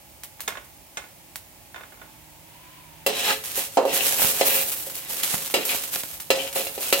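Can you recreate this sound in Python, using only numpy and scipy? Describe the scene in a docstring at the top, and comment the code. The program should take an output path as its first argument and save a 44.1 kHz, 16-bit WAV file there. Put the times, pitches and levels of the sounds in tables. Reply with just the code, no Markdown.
"""A metal spatula works in a nearly dry steel wok where chillies and garlic fry, in a small kitchen.
At first the pan only spits now and then (sharp snaps with a fizz) and a utensil clacks (damped modes).
Then the spatula knocks (ringing bowl and steel modes), scrapes (slip clicks through those modes) and
turns the food, which tumbles (soft taps) and sizzles on fresh hot metal (dense random pops).
Faint below: rumble, crackle, a hum that sets in and a distant whir (filtered noise, sines)."""
import sys
import numpy as np
from scipy import signal
from scipy.fft import rfft, irfft
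from scipy.io import wavfile

SR = 44100
rng = np.random.default_rng(int(sys.argv[2]) if len(sys.argv) > 2 else 0)


def persist_wave(psi):
    """Save psi, clipped to +-1, as 16-bit WAV."""
    counts = np.round(np.clip(psi, -1, 1) * 32767).astype(np.int16)
    wavfile.write(sys.argv[1], SR, np.atleast_2d(counts).T)


N = 308700
TIME = np.arange(N) / SR
RING_TIME = TIME[:SR // 2]
RING_SIZE = len(RING_TIME)

# slow bending modes of the bowl: f/Hz, level/dB, t60/s
BOWL_MODES = [(235.4, -14.5, 0.63), (285.3, -10.5, 0.32), (379, -43, 0.13), (437.2, -10.5, 0.51),
              (491, -5, 0.081), (543.6, -3, 0.3), (559, -8.5, 0.34), (699.3, 0.5, 0.093), (773.5, -5, 0.14),
              (807, -19, 0.12), (922, -14, 0.45), (1070, -31, 0.16)]
# spectrum of tiny bursts on hot steel: f/Hz, density/dB per Hz
FIZZ_SPECTRUM = [(200, -13.5), (600, -7.5), (1500, -6.5), (3000, -3), (5000, -4.5), (8000, -1.5),
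                 (10000, -0.5), (13000, 2.5), (16000, -1)]
# blade pushed along the steel: start/s, length/s, friction drive/dB, swell over stroke/dB,
# blade resonance at mid-stroke/Hz, drive of food shoved along/dB
STROKES = [(3.063, 0.19, -29, 5, 2950, -32.5), (3.242, 0.071, -22.5, 0, 2770, -28),
           (3.584, 0.033, -32, -3, 2870, -44), (3.86, .15, -30.5, 3.5, 2800, -29),
           (4.17, .08, -30, -1, 2600, -35), (4.298, .1, -40.5, 11, 2700, -40),
           (4.449, .16, -27, -5.5, 2620, -32), (4.92, 0.14, -44, 1, 2620, -60),
           (5.167, 0.065, -38.5, 7, 2680, -42.5), (5.57, 0.058, -31.5, -0.5, 2500, -35.5),
           (5.674, 0.051, -26.5, 2, 2600, -36), (5.926, 0.033, -36, -1, 2900, -40),
           (6.332, 0.12, -34, -1.5, 2850, -32), (6.554, .08, -32.5, -7, 2720, -35),
           (6.803, 0.076, -37, 3, 2750, -49), (6.95, .06, -39, -3, 2740, -29)]
# moist food turned onto hot steel: start/s, spreading time/s, sizzle/dB, time to dry by 20 dB/s,
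# tilt/dB (added to the finest fizz, taken from the rest)
TURNS = [(3.1, 0.074, -30, .4, -3), (3.24, 0.036, -28.5, 0.18, 4), (3.43, 0.025, -31.5, 0.56, -2.5),
         (3.549, 0.03, -20, 0.09, -0.5), (3.85, 0.037, -34, 1, -1), (3.915, 0.029, -21.5, 0.64, -1),
         (4.039, 0.028, -20.5, 0.56, -1.5), (4.14, 0.078, -16, 0.23, 0.5), (4.29, 0.056, -25.5, 1.1, -1),
         (4.451, 0.024, -20, 0.45, 3.5), (4.53, 0.032, -21.5, 0.22, 0.5), (4.84, .08, -39, 7, 0),
         (5.08, 0.024, -23, 0.2, -0.5), (5.19, 0.045, -26.5, 0.53, -3), (5.309, 0.043, -20.5, 0.07, -1),
         (5.57, 0.054, -31.5, .5, 1), (5.66, 0.046, -25.5, 0.38, -1.5), (5.909, 0.016, -29.5, .4, 0),
         (6.33, 0.058, -33.5, 0.54, -3.5), (6.539, 0.022, -25, 0.46, 0), (6.789, 0.054, -24.5, 0.3, 0),
         (6.93, .06, -30, .4, -2)]


def from_db(db):
    """Decibels to gain."""
    return 10 ** (np.asarray(db) / 20)


def rms_one(x):
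    """Scale to unit power."""
    return x / np.sqrt(np.mean(x ** 2) + 1e-20)


def attack_one(x):
    """Scale a ring to unit power over its first 20 ms."""
    return x / np.sqrt(np.mean(x[..., :SR // 50] ** 2))


def energy_one(x):
    """Scale a ring so that it passes white noise at equal power."""
    return x / np.sqrt(np.mean(np.sum(x ** 2, axis=-1)))


def dying(t60_s):
    """Exponential decay, 60 dB in t60_s."""
    return from_db(-60 * RING_TIME / t60_s)


def pan(left_db):
    """Channel gains for a left-minus-right level."""
    return from_db(np.array([[.5], [-.5]]) * left_db)


def cut(x, hz, kind):
    """Second-order low- or high-pass."""
    sos = signal.butter(2, hz, kind, fs=SR, output="sos")
    return signal.sosfilt(sos, x + 1e-18)


def colour(x, spectrum):
    """Weight a signal by a spectrum, interpolated in dB over log frequency; high-pass below it."""
    hz, db = np.transpose(spectrum)
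    size = x.shape[-1]
    bins_hz = np.fft.rfftfreq(size, 1 / SR) + 1  # +1 avoids log(0)
    gain = from_db(np.interp(np.log(bins_hz), np.log(hz), db))
    return cut(irfft(rfft(x) * gain, size), hz[0] / 2, "high")


def drift(rate_hz):
    """Interpolated random values, rate_hz new ones per second, unit power."""
    return rms_one(np.interp(TIME * rate_hz, np.arange(N), rng.standard_normal(N)))


def stereo_noise(size, alike):
    """White noise; the channels share the fraction alike of their power."""
    white = rng.standard_normal((3, size))
    return np.sqrt(alike) * white[0] + np.sqrt(1 - alike) * white[1:]


def grains(per_s, spread_db):
    """Random clicks of unequal size and random sign, unit power."""
    sizes = from_db(spread_db * np.minimum(rng.exponential(1, N), 5))
    signs = rng.choice([-1, 1], N)
    return rms_one(sizes * signs * (rng.random(N) < per_s / SR))


def through(x, response):
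    """Convolve an excitation with a stereo response."""
    return signal.fftconvolve(np.atleast_2d(x), response, axes=-1)[:, :N]


def add(out, s, sound):
    """Mix a sound in at a time."""
    at = round(s * SR)
    out[:, at:at + sound.shape[-1]] += sound[:, :max(N - at, 0)]


def modes(table, scatter_rad, vary_db, detune):
    """Decaying sines; pitch varies per mode, strength and phase per mode and channel."""
    out = 0
    for hz, db, t60_s in table:
        gain = from_db(db + vary_db * rng.standard_normal((2, 1)))
        shifted_hz = hz * (1 + detune * rng.standard_normal())
        phase = scatter_rad * rng.standard_normal((2, 1))
        out = out + gain * dying(t60_s) * np.sin(2 * np.pi * shifted_hz * RING_TIME + phase)
    return out


def summed_db(envelopes, levels_db):
    """Level of overlapping sounds, whose powers add."""
    power = sum((from_db(db) * envelope) ** 2 for envelope, db in zip(envelopes, levels_db))
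    return 10 * np.log10(power + 1e-12)


def whir():
    """Faint distant whir: narrow noise shifted to a gliding pitch, with airy hiss above it."""
    # t/s, f/Hz, level/dB (before the tone and hiss gains)
    glide = [(1.4, 840, -60.5), (2.1, 874, -56), (2.42, 910, -58), (2.55, 950, -52), (2.69, 1030, -51),
             (2.77, 1000, -50), (2.86, 990, -53.5), (3.05, 875, -52.5), (3.4, 870, -85)]
    s, hz, db = np.transpose(glide)
    turn = np.exp(2j * np.pi * np.cumsum(np.interp(TIME, s, hz)) / SR)
    tone = rms_one((cut(stereo_noise(N, 0.25) / turn, 37, "low") * turn).real)
    hiss = cut(stereo_noise(N, 0.086), 2700, "high")
    hiss = rms_one(cut(cut(hiss, 2600, "low"), 3100, "low"))
    mix = from_db(-4.0) * tone * pan(-1.5) + from_db(-3) * hiss
    return mix * from_db(np.interp(TIME, s, db))


def background():
    """Coloured noise for air and low rumble, sparse clicks for steady faint frying, a hum, a whir."""
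    # room noise: f/Hz, density/dB per Hz
    kitchen = [(15, -49), (25, -52), (53, 0.5), (92, -3.5), (153, -5.5), (217, -9.5), (317, -8), (489, -19),
               (545, -9.5), (887, -13.5), (1440, -23.5), (2280, -17.5), (3520, -22), (13200, -19),
               (16000, -17)]
    # low hum partials: f/Hz, level/dB
    hum_partials = [(156, -60), (312, -65)]
    hum_start_s = 2.02
    air = cut(rms_one(colour(stereo_noise(N, 0.097), kitchen)), 840, "high")
    rumble = cut(rms_one(colour(stereo_noise(N, 0.79), kitchen)), 1100, "low")
    clicks = np.array([grains(per_s=150, spread_db=-0.5) for side in range(2)])
    crackle = cut(clicks, 2200, "high")
    hum = sum(from_db(db + 2 * drift(8)) * np.sin(2 * np.pi * hz * TIME) for hz, db in hum_partials)
    hum = hum * np.clip((TIME - hum_start_s) * 100, 0, 1)  # sets in over 10 ms
    low = (from_db(-50.5) * rumble + hum) * pan(-7.0)
    return from_db(-47.5) * air * pan(-1.3) + low + from_db(-62) * crackle + whir()


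def fizz_burst(t60_s):
    """A bright, grainy noise burst that dies quickly."""
    grit = from_db(6.5 * np.clip(rng.standard_normal(RING_SIZE), -2, 2))
    gritty = stereo_noise(RING_SIZE, 0.39) * grit
    return attack_one(colour(gritty, FIZZ_SPECTRUM) * dying(t60_s)) * pan(-1.2)


def small_spits(peak_db, fizz_db, vary_db, within_s):
    """Each turn throws off a smaller droplet, loud in step with its sizzle: t/s, peak/dB, fizz/dB."""
    rows = []
    for start_s, spread_s, heat_db, _, _ in TURNS:
        when, size = rng.random(2)
        level_db = heat_db - vary_db * size
        rows.append((start_s + spread_s + within_s * when, level_db + peak_db, level_db + fizz_db))
    return rows


def spits():
    """A droplet bursts with one sharp snap, which pings the steel, and boils away."""
    # large drops of hot oil: t/s, peak/dB, fizz after it/dB
    large_spits = [(0.2350, -16.5, -35.5), (0.4055, -10, -33), (0.4350, -25, -45), (0.481, -6, -35),
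                   (0.644, -33, -50), (1.3579, -9.5, -35), (3.4394, -14, -34), (4.7190, -16, -25),
                   (4.9002, -15, -36), (5.2324, -10, -20.5), (5.4225, -14.5, -33.5), (5.5093, -18, -32.5),
                   (5.6515, -20, -24.5), (5.8383, -9, -33.5), (5.9401, -7, -32), (5.9598, -4.5, -34),
                   (6.035, -9, -36), (6.201, -13.5, -32.5), (6.4759, -14, -38), (6.5282, -14, -33),
                   (6.8292, -9.5, -34)]
    small = small_spits(peak_db=10, fizz_db=-17, vary_db=10, within_s=.18)
    out = np.zeros((2, N))
    for s, peak_db, fizz_db in list(large_spits) + small:
        echoes = from_db(-22.0) * stereo_noise(RING_SIZE, 0.078) * dying(0.0054)
        ping = from_db(-19.0) * cut(stereo_noise(RING_SIZE, 0.69), 2400, "low") * dying(0.029)
        snap = cut(dying(.0002) + echoes + ping, 900, "high")
        snap = snap / np.abs(snap).max(axis=1).mean() * pan(-1.8)
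        add(out, s, from_db(peak_db) * snap + from_db(fizz_db) * fizz_burst(t60_s=0.13))
    return out


def clack_touches():
    """Each clack, then three dull touches as the utensil rocks to rest: t/s, level/dB, cut-off/Hz."""
    # utensil handled beside the stove: t/s, level/dB, brightness cut-off/Hz, rattle after it/dB
    handled = [(0.395, -47, 3000, -63), (0.4773, -26, 8000, -40.5), (0.5711, -36.5, 2960, -67),
               (0.9713, -30.5, 8900, -47), (1.744, -41, 3460, -51), (1.760, -40, 3500, -44),
               (1.9225, -49, 2520, -56), (2.0154, -44, 2060, -58)]
    gap_s, rattle_hz = .024, 2500
    for s, level_db, bright_hz, rattle_db in handled:
        yield s, level_db, bright_hz
        for k in range(3):
            yield s + gap_s * (k + 1 + rng.uniform(-.2, .2)), rattle_db, rattle_hz


def clacks():
    """One hard, well damped object: noise and modes, low-passed to suit the force of each touch."""
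    # dense part of the utensil's sound: f/Hz, density/dB per Hz
    utensil_spectrum = [(100, -11), (300, -5), (700, 4), (1500, -0.5), (2600, 0), (3600, -5), (4600, -8.5),
                        (6200, -8), (16000, -9.5)]
    # its clear modes: f/Hz, level/dB, t60/s
    utensil_modes = [(583, -15, 0.31), (1077, -8, 0.16), (1467, 4, 0.065), (1710, 3.5, 0.035),
                     (2113, -2, 0.092), (2540, -6, 0.056), (3580, 2.5, 0.056), (5460, -3, .06),
                     (6680, 4, 0.049), (8300, 1, 0.066)]
    out = np.zeros((2, N))
    for s, level_db, bright_hz in clack_touches():
        decay = dying(0.081) + from_db(-14) * dying(0.41)
        rattle = colour(stereo_noise(RING_SIZE, 0.6), utensil_spectrum) * decay
        clear = modes(utensil_modes, scatter_rad=3.56, vary_db=1, detune=0.0093)
        body = attack_one(rattle) + from_db(1) * attack_one(clear)
        add(out, s, from_db(level_db) * attack_one(cut(body, bright_hz, "low")) * pan(-4.0))
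    return out


def bowl_ring(centre_hz, ring_db):
    """The bowl flexes in one short thump and its low modes sing on; the spot struck favours one range."""
    thump = np.sin(2 * np.pi * centre_hz * RING_TIME) * dying(0.011)
    rattle = cut(cut(stereo_noise(RING_SIZE, 0.71), 740, "low"), 225, "high")
    rattle = attack_one(rattle * dying(0.3))
    singing = modes(BOWL_MODES, scatter_rad=0.56, vary_db=3.3, detune=0.01)
    flex = from_db(11.5) * thump + from_db(ring_db) * (singing + from_db(-2.5) * rattle)
    band_hz = [centre_hz / 1.46, centre_hz * 1.37]
    favoured = signal.butter(1, band_hz, "band", fs=SR, output="sos")
    return signal.sosfilt(favoured, cut(flex, 215, "high")) * pan(-4.5)


def steel_ring(clear_db):
    """A few clear high modes over a thicket of close ones; clear_db is lower under a sliding blade."""
    # clear modes of wok and blade: f/Hz, level/dB, t60/s
    clear_modes = [(1245, -11, 0.14), (1320, -2, 0.094), (1750, -5, 0.2), (2000, -1.5, 0.1),
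                   (2310, 2.5, 0.045), (2550, 0.5, 0.13), (2762, 4, 0.12), (2763, -3.5, 0.16),
                   (3050, 0.5, 0.12), (3400, -3.5, 0.13), (4004, 1.5, 0.14), (4310, -2.5, 0.14),
                   (5010, -3.5, 0.17), (5845, -9, 0.16), (7300, -9, 0.14), (8460, 2, 0.033)]
    # thicket of close modes: f/Hz, density/dB per Hz
    dense_spectrum = [(300, -13.5), (900, -1.5), (1500, -4.5), (2100, -0.5), (2800, 1), (4000, 0),
                      (5200, -4.5), (8000, -4.5), (16000, -45)]
    decay = dying(0.19) + from_db(-1.5) * dying(0.029)
    thicket = colour(stereo_noise(RING_SIZE, 0.44), dense_spectrum) * decay
    clear = modes(clear_modes, scatter_rad=2.38, vary_db=2.5, detune=0.0153)
    return attack_one(thicket) * pan(-3.6) + from_db(clear_db) * attack_one(clear)


def knocks():
    """Flat blows boom, edge blows clang and tick; the springy blade touches once more after each."""
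    # spatula strikes the wok: t/s, bowl boom/dB, boom centre/Hz, after-ring in the boom/dB,
    # steel clang/dB, edge tick/dB
    blows = [(3.0635, -23, 554, 1, -22, -21), (3.5767, -35.5, 524, -6, -57, -33),
             (3.7716, -13, 636, 5, -27.5, -54), (3.8270, -28.5, 580, -2, -43, -56),
             (3.8520, -21, 615, 3, -37.5, -39.5), (4.4112, -18, 597, -10.5, -21, -36),
             (4.8680, -41, 530, -6, -54, -37.5), (5.54, -21.5, 510, 1, -19.5, -22.5),
             (5.5650, -34.5, 300, 6.5, -28.5, -48), (6.3033, -17.5, 596, -3.5, -17.5, -26),
             (6.374, -33, 493, -9, -48, -48), (6.5590, -28.5, 610, 6.5, -32.5, -42),
             (6.6680, -39.5, 600, -12, -34.5, -35), (6.778, -32.5, 484, -5, -38.5, -49),
             (6.9263, -21.5, 492, -6.5, -17, -19)]
    rebound_s, rebound_db = 0.0074, -12.5
    out = np.zeros((2, N))
    for s, boom_db, boom_hz, ring_db, clang_db, tick_db in blows:
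        for delay_s, touch_db in ((0, 0), (rebound_s, rebound_db)):
            boom = from_db(boom_db) * attack_one(bowl_ring(boom_hz, ring_db))
            clang = from_db(clang_db) * attack_one(steel_ring(clear_db=3))
            tick = from_db(tick_db) * fizz_burst(t60_s=0.11)
            add(out, s + delay_s, from_db(touch_db) * (boom + clang + tick))
    return out


def stroke_envelope(start_s, length_s, swell_db):
    """The blade grips, is pressed harder or eased along its way, and lifts."""
    grip_s, lift_db_per_s = 0.023, 286
    along = np.clip((TIME - start_s) / length_s, 0, 1)
    lifted_s = np.maximum(TIME - start_s - length_s, 0)
    grip = np.clip((TIME - start_s) / grip_s, 0, 1)
    return grip * from_db(swell_db * (along - .5) - lift_db_per_s * lifted_s)


def scrape(friction_db):
    """The blade catches and slips on the damped steel; as it travels, the mix of modes changes."""
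    spots = 5
    slips = grains(per_s=2200, spread_db=2.5) * from_db(friction_db + 2 * drift(70))
    travel = np.cumsum(np.abs(drift(5))) * 14 / SR  # in spots
    out = 0
    for spot in range(spots):
        near = np.clip(1 - np.abs((travel - spot) % spots - 1), 0, 1)
        response = energy_one(steel_ring(clear_db=-2) * dying(0.18))
        out = out + through(slips * np.sqrt(near), response)
    return out


def blade_hz():
    """Each stroke sets the blade at a new angle; its resonance sinks as it tilts up the wall."""
    sag_hz_per_s = 500
    ends = []
    for start_s, length_s, _, _, hz, _ in STROKES:
        for end in (0, 1):
            ends.append((start_s + length_s * end, hz - sag_hz_per_s * length_s * (end - .5)))
    return np.interp(TIME, *np.transpose(sorted(ends)))


def blade_rasp(friction_db, half_width_hz):
    """The slips also keep the blade's gliding resonance ringing, with extra force where it catches."""
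    # brief catches: t/s, length/s, peak force/dB
    catches = [(4.002, 0.035, -28.5), (5.692, 0.027, -32), (6.387, 0.045, -30), (6.467, 0.028, -34.5)]
    turn = np.exp(2j * np.pi * np.cumsum(blade_hz()) / SR)
    per_side = np.array([grains(per_s=620, spread_db=2) for side in range(2)])
    slips = grains(per_s=910, spread_db=2.5) + per_side
    force = from_db(friction_db - 9)
    for s, length_s, db in catches:
        force = force + from_db(db) * np.interp(TIME, [s, s + length_s / 10, s + length_s], [0, 1, 0])
    ringing = rms_one((cut(slips / turn, half_width_hz, "low") * turn).real)
    return ringing * force * pan(9.3)


def pat(t60_s):
    """The dull, short answer of the bowl to something soft."""
    # f/Hz, density/dB per Hz
    dull_spectrum = [(100, -3), (160, 3.5), (250, -1.5), (450, -3.5), (750, 2), (1100, -8.5), (2000, -10),
                     (8000, -47)]
    thud = colour(stereo_noise(RING_SIZE, 0.62), dull_spectrum) * dying(t60_s)
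    return cut(thud, 63, "high") * pan(-14)


def tumbling(shove_db, settle_db):
    """Pieces roll and rub, tapping the bowl softly and keeping it singing; large ones drop onto it."""
    # large pieces land on the steel: t/s, level/dB
    landings = [(3.932, -35), (4.129, -36), (4.195, -30), (4.219, -28), (4.245, -28.5), (5.3409, -29),
                (5.747, -36), (5.960, -37.5), (6.035, -39)]
    damped_db = -6.5  # food under the moving blade thuds less than food that rolls free
    taps = grains(per_s=1500, spread_db=2)
    shoved, settling = from_db(shove_db), from_db(settle_db)
    singing = cut(modes(BOWL_MODES, scatter_rad=.3, vary_db=.5, detune=.002), 300, "high") * pan(-5)
    out = from_db(-6.0) * through(taps * np.hypot(shoved, settling), energy_one(singing))
    thuds = taps * np.hypot(from_db(damped_db) * shoved, settling)
    out += from_db(-8.5) * through(thuds, energy_one(pat(t60_s=0.028)))
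    for s, db in landings:
        add(out, s, from_db(db) * attack_one(pat(t60_s=0.022)))
    return out


def turn_envelope(start_s, spread_s, dry_s):
    """Sizzle grows while the food spreads over fresh steel, then dies as that side dries."""
    spreading = np.clip((TIME - start_s) / spread_s, 0, 1)
    return spreading * from_db(-20 * np.maximum(TIME - start_s - spread_s, 0) / dry_s)


def sizzle(coarse_db, fine_db):
    """Moisture bursts on hot steel in countless tiny pops, scattered by the bowl."""
    shared = grains(per_s=2500, spread_db=7.5)
    scattered = np.array([grains(per_s=16000, spread_db=4.5) for side in range(2)])
    fizz = rms_one(colour(scattered + from_db(-8.5) * shared, FIZZ_SPECTRUM))
    fine = signal.sosfiltfilt(signal.butter(2, 10500, "high", fs=SR, output="sos"), fizz)
    mix = fine * from_db(fine_db) + (fizz - fine) * from_db(coarse_db)
    return mix * from_db(1.92 * drift(45)) * pan(-1.8)


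def judder(start_s, end_s, from_hz, to_hz, rough, level_db):
    """Pressed hard around the second stroke, the blade sticks and slips almost regularly."""
    rate_hz = np.interp(TIME, [start_s, end_s], [from_hz, to_hz]) * (1 + rough * drift(300))
    slips = np.diff(np.floor(np.cumsum(rate_hz) / SR), prepend=0) * from_db(2.4 * drift(400))
    rasp = through(slips, energy_one(steel_ring(clear_db=-17)))
    rasp = rms_one(cut(cut(rasp, 1200, "low"), 490, "high"))
    swell = np.interp(TIME, [start_s, (start_s + end_s) / 2, end_s], [0, 1, 0])
    return rasp * from_db(level_db) * swell * pan(2.2)


def room(x, t60_s, wet_db):
    """Hard kitchen walls answer after 6 ms; long waves reach both sides alike."""
    white = stereo_noise(RING_SIZE, 0.05)
    bass = signal.sosfiltfilt(signal.butter(2, 700, fs=SR, output="sos"), white)
    tail = cut(white - bass + bass[0], 13200, "low") * dying(t60_s) * (RING_TIME > .006)
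    return x + from_db(wet_db) * through(x, energy_one(tail))


def scene():
    """Spatula strokes drive friction and tumbling; each turn of the food sets off a sizzle."""
    settling_db = -15  # sizzling food shifts by itself, this far under its sizzle
    start, length, friction, swell, _, shove = np.transpose(STROKES)
    strokes = [stroke_envelope(*row) for row in zip(start, length, swell)]
    start, spread, heat, dry_s, tilt = np.transpose(TURNS)
    turns = [turn_envelope(*row) for row in zip(start, spread, dry_s)]
    friction_db = summed_db(strokes, friction)
    blade = knocks() + scrape(friction_db - 2.5) + blade_rasp(friction_db, half_width_hz=340)
    blade += judder(start_s=3.26, end_s=3.35, from_hz=440, to_hz=387.4, rough=.05, level_db=-23.5)
    food = tumbling(summed_db(strokes, shove), summed_db(turns, heat + settling_db))
    frying = sizzle(summed_db(turns, heat - tilt), summed_db(turns, heat + tilt)) + spits()
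    return room(blade + food + frying + clacks(), t60_s=0.34, wet_db=-13) + background()


def record(dry):
    """Long waves reach the right port a little late; the highest peaks are rounded and the top is cut."""
    left = np.pad(dry[0], (1, 0))[:N]  # one sample late
    right = signal.lfilter([-.6, 1], [1, -.6], dry[1])  # all-pass: lows four samples late
    rounded = 1.2 * np.tanh(np.array([left, right]) / 1.2)
    return signal.sosfilt(signal.ellip(12, .1, 80, 15950, fs=SR, output="sos"), rounded)


dry = scene()
out = record(dry)
persist_wave(out)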